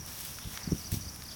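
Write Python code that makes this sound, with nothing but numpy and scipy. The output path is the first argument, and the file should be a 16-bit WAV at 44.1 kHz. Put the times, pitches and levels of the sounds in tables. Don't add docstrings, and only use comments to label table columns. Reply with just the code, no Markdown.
import sys
import numpy as np
from scipy import signal
from scipy.fft import rfft, irfft
from scipy.io import wavfile
from scipy.ndimage import uniform_filter1d

SR = 44100
rng = np.random.default_rng(int(sys.argv[2]) if len(sys.argv) > 2 else 0)


def master_out(mix):
    frames = np.transpose(np.atleast_2d(mix))
    ceiling = np.clip(frames, -1, 1)
    pcm = np.round(ceiling * 32767).astype(np.int16)
    wavfile.write(sys.argv[1], SR, pcm)


N = 59535
T = np.arange(N) / SR

AIR_SPECTRUM = [(100, 8.5), (400, 3.5), (700, 3), (1100, 3), (2000, -0.5), (4000, -4.5), (7500, -3),
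                (12000, -3), (17000, -5.5)]
CHORUS_SPECTRUM = [(3500, -37), (4600, -14.5), (5300, -2), (5800, 1), (6200, -9.5), (6800, -10),
                   (8600, -29.5), (9500, -10.5), (10200, -6.5), (11200, -24), (14000, -46.5)]
WHINES = [(13183, -65.5), (14506, -68.5)]

BREEZE_LEVELS = [(0, -46), (.16, -54.5), (.3, -52), (.44, -51), (.55, -49), (.62, -55.5), (.7, -37.5),
                 (.8, -49.5), (.9, -45), (1.05, -46), (1.15, -52), (1.23, -48), (1.35, -57)]
RUMBLE_SPECTRUM = [(20, -36), (40, -7.5), (70, 2), (110, -1), (200, -4.5), (320, -13.5), (500, -35.5),
                   (1200, -51.5)]
# (time [s], suction level [dB], suction width [s], push lag [s],
# push re suction [dB], push width [s])
BUFFETS = [(0.4557, -35.5, 0.00246, 0.011, -7.5, 0.003), (0.4745, -29.5, 0.00281, 0.0082, -13, 0.00134),
           (.678, -25.5, 0.00156, -.0016, -1.5, 0.001187), (.7225, -17, .001, .009, 0, .0016),
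           (0.7454, -31, 0.00115, 0.0074, -4.5, .0014), (.928, -20.5, 0.00218, .0156, -3, 0.001464),
           (.978, -38, 0.00175, -0.0055, 11, 0.00187), (1.0663, -39.5, 0.00124, 0.0074, 5.5, 0.00258)]
WAKE_SPECTRUM = [(25, -22.5), (60, -6), (170, -2.5), (300, -8), (500, -20.5), (900, -31), (3000, -69.5)]

BIRD_SWEEPS = [(.608, -57), (.638, -44), (.671, -43), (0.8134, -45), (.847, -42), (0.875, -44),
               (1.020, -46), (1.053, -45.5), (1.0832, -42), (1.257, -45), (1.289, -41), (1.320, -41.5)]
BIRD_CHIPS = [(.002, -42), (.011, -38), (0.054, -44.5), (.557, -41), (.568, -42.5), (0.635, -39.5),
              (0.644, -42), (.708, -41), (0.721, -35.5), (.726, -51), (0.783, -36.5), (.797, -40.5),
              (0.86, -38), (.872, -38.5), (.935, -49.5), (.946, -37.5), (1.012, -37), (1.024, -43),
              (1.048, -44), (1.091, -38.5), (1.101, -43.5), (1.31, -49)]

SWISHES = [(.08, -43.5, 0.0085, 0.062), (.135, -44.5, 0.0165, 0.056), (.205, -41.5, 0.035, 0.162),
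           (.256, -42.5, 0.0129, 0.087), (.55, -44, 0.051, 0.0526), (.79, -47, 0.0595, 0.172),
           (.922, -39.5, 0.0069, 0.016), (.941, -36, 0.0097, 0.0351)]
SWISH_SPECTRUM = [(300, -22.5), (700, -5), (1400, -7.5), (3400, 1.5), (5000, 1.5), (7500, 0), (13000, 1.5),
                  (17000, 2)]
RUSTLES = [(.11, -56, 0.029, 0.096), (.253, -58, 0.0407, 0.2), (.55, -51, 0.033, 0.074),
           (.62, -49, 0.0316, 0.0855)]
RUSTLE_SPECTRUM = [(300, -13.5), (700, 3.5), (1100, 4), (2000, 5), (3600, -5), (6000, -2.5), (16000, -29.5)]
SCRAPES = [(.26, -56.5, 0.029, 0.038), (.44, -52, 0.0238, 0.079), (1.322, -52, 0.0158, 0.0173)]
SCRAPE_SPECTRUM = [(1200, -20), (2500, -7.5), (3500, 4.5), (4400, -5.5), (6500, -27), (16000, -32)]
SNAPS = [(.3862, -39, 0.0041), (.5748, -31.5, 0.00195), (1.2222, -37.5, 0.00139)]
SNAP_SPECTRUM = [(300, -31.5), (800, -20.5), (1200, 3.5), (1900, 6), (2700, 3.5), (4000, 5.5), (6400, 2.5),
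                 (7800, -10), (16000, -34.5)]
TICKS = [(.061, -38.5, 0.0049), (.206, -32.5, 0.0032), (.25, -36, 0.0033), (.432, -43, 0.0025),
         (.9185, -23.5, 0.00107), (1.161, -36.5, 0.00182), (1.237, -38.5, 0.00216), (1.265, -42, 0.00184)]
TICK_SPECTRUM = [(500, -20), (2000, -6), (6000, -6.5), (10500, -1.5), (17000, -1)]


def undb(db):
    return 10 ** (np.asarray(db) / 20)


def colour(x, spectrum):
    hz, db = np.array(spectrum).T
    bins_hz = np.arange(N + 1) * SR / (2 * N)
    gain = undb(np.interp(np.log(bins_hz + 1), np.log(hz), db))
    return irfft(rfft(x, 2 * N) * gain / np.sqrt(np.mean(gain ** 2)))[:N]


def noise(spectrum):
    x = colour(rng.standard_normal(N), spectrum)
    return x / x.std()


def drift(rate_hz):
    hold = int(SR / rate_hz)
    steps = np.repeat(rng.standard_normal(N // hold + 1), hold)
    x = uniform_filter1d(steps, hold)[:N]
    return x / x.std()


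def swells(rows):
    power = np.zeros(N)
    for at_s, db, rise_s, decay_s in rows:
        before_s, after_s = np.minimum(T - at_s, 0), np.maximum(T - at_s, 0)
        power += (undb(db) * np.exp(-(before_s / rise_s) ** 2 / 2 - after_s / decay_s)) ** 2
    return np.sqrt(power)


def air():
    whines = np.zeros(N)
    for hz, db in WHINES:
        pitch_hz = hz * (1 + 0.000297 * drift(rate_hz=30))
        whines += undb(db) * np.sqrt(2) * np.sin(2 * np.pi * np.cumsum(pitch_hz) / SR)
    return undb(-49.5) * noise(AIR_SPECTRUM) + whines


def chorus(level_db=-51.5, flicker_db=2.12):
    return undb(level_db + flicker_db * drift(rate_hz=90)) * noise(CHORUS_SPECTRUM)


def eddy(at_s, width_s, spread=2.08, return_share=0.985):
    u = ((T - at_s) / width_s) ** 2
    swing = return_share / spread
    return (np.exp(-u) - swing * np.exp(-u / spread ** 2)) / (1 - swing)


def wind(wake_db=-15.5, wake_rise_s=0.006, wake_decay_s=0.019):
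    buffets = sum(undb(db) * (undb(push_db) * eddy(at_s + lag_s, push_s) - eddy(at_s, suction_s))
                  for at_s, db, suction_s, lag_s, push_db, push_s in BUFFETS)
    wake = swells([(at_s, db + wake_db, wake_rise_s, wake_decay_s) for at_s, db, *_ in BUFFETS])
    breeze = undb(np.interp(T, *np.array(BREEZE_LEVELS).T))
    return buffets + wake * noise(WAKE_SPECTRUM) + breeze * noise(RUMBLE_SPECTRUM)


def whistle(at_s, hz, fall_hz_per_s, bend_s, width_s):
    offset_s = np.clip(T - at_s, -4 * width_s, 4 * width_s)
    centre_hz = hz * (1 + 0.011 * rng.standard_normal())
    pitch_hz = centre_hz + fall_hz_per_s * bend_s * (np.exp(-offset_s / bend_s) - 1)
    envelope = np.exp(-((T - at_s) / width_s) ** 2 / 2)
    return envelope * np.sin(2 * np.pi * np.cumsum(pitch_hz) / SR)


def birds(chip_hz=5813, far_per_s=60, far_db=-52.5, echo_db=-5.5, echo_decay_s=0.0248):
    sweep = dict(fall_hz_per_s=57000, bend_s=0.024, width_s=0.0065)
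    chip = dict(fall_hz_per_s=105000, bend_s=0.02, width_s=0.0022)
    calls = sum(undb(db) * whistle(at_s, hz=4814, **sweep) for at_s, db in BIRD_SWEEPS)
    calls += sum(undb(db) * whistle(at_s, chip_hz, **chip) for at_s, db in BIRD_CHIPS)
    bushes = rng.standard_normal(N) * np.exp(-T / echo_decay_s)
    for when, size, pitch in rng.random((int(far_per_s * N / SR), 3)):
        far_hz = chip_hz + 600 * (pitch - 0.5)
        calls += undb(far_db) * (0.5 + size) * whistle(when * N / SR, far_hz, **chip)
    echo = signal.fftconvolve(calls, bushes / np.linalg.norm(bushes))[:N]
    return calls + undb(echo_db) * echo


def brushing(rows, spectrum, grain_db):
    grains = rng.standard_normal(N) * undb(grain_db * rng.standard_normal(N))
    return colour(grains / grains.std() * swells(rows), spectrum)


def cracks(rows, spectrum, click_db):
    breaks = np.zeros(N)
    for at_s, db, decay_s in rows:
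        click = undb(click_db) * (np.arange(N) == int(at_s * SR))
        splinters = rng.standard_normal(N) * (T >= at_s) * np.exp(-np.abs(T - at_s) / decay_s)
        breaks += undb(db) * (click + splinters)
    return colour(breaks, spectrum)


def buffaloes_in_grass():
    swishes = brushing(SWISHES, SWISH_SPECTRUM, grain_db=4.5)
    rustles = brushing(RUSTLES, RUSTLE_SPECTRUM, grain_db=7)
    scrapes = brushing(SCRAPES, SCRAPE_SPECTRUM, grain_db=1.5)
    snaps = cracks(SNAPS, SNAP_SPECTRUM, click_db=16.5)
    ticks = cracks(TICKS, TICK_SPECTRUM, click_db=-3.5)
    return swishes + rustles + scrapes + snaps + ticks


def scene():
    return (wind() + buffaloes_in_grass() + air() + chorus() + birds())[None]


def record(dry):
    notch_hz, top_hz = 7200, 17250
    notched = signal.lfilter(*signal.iirnotch(notch_hz, Q=18, fs=SR), dry)
    return signal.sosfilt(signal.ellip(10, 0.2, 70, top_hz, fs=SR, output="sos"), notched)


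dry = scene()
out = record(dry)
master_out(out)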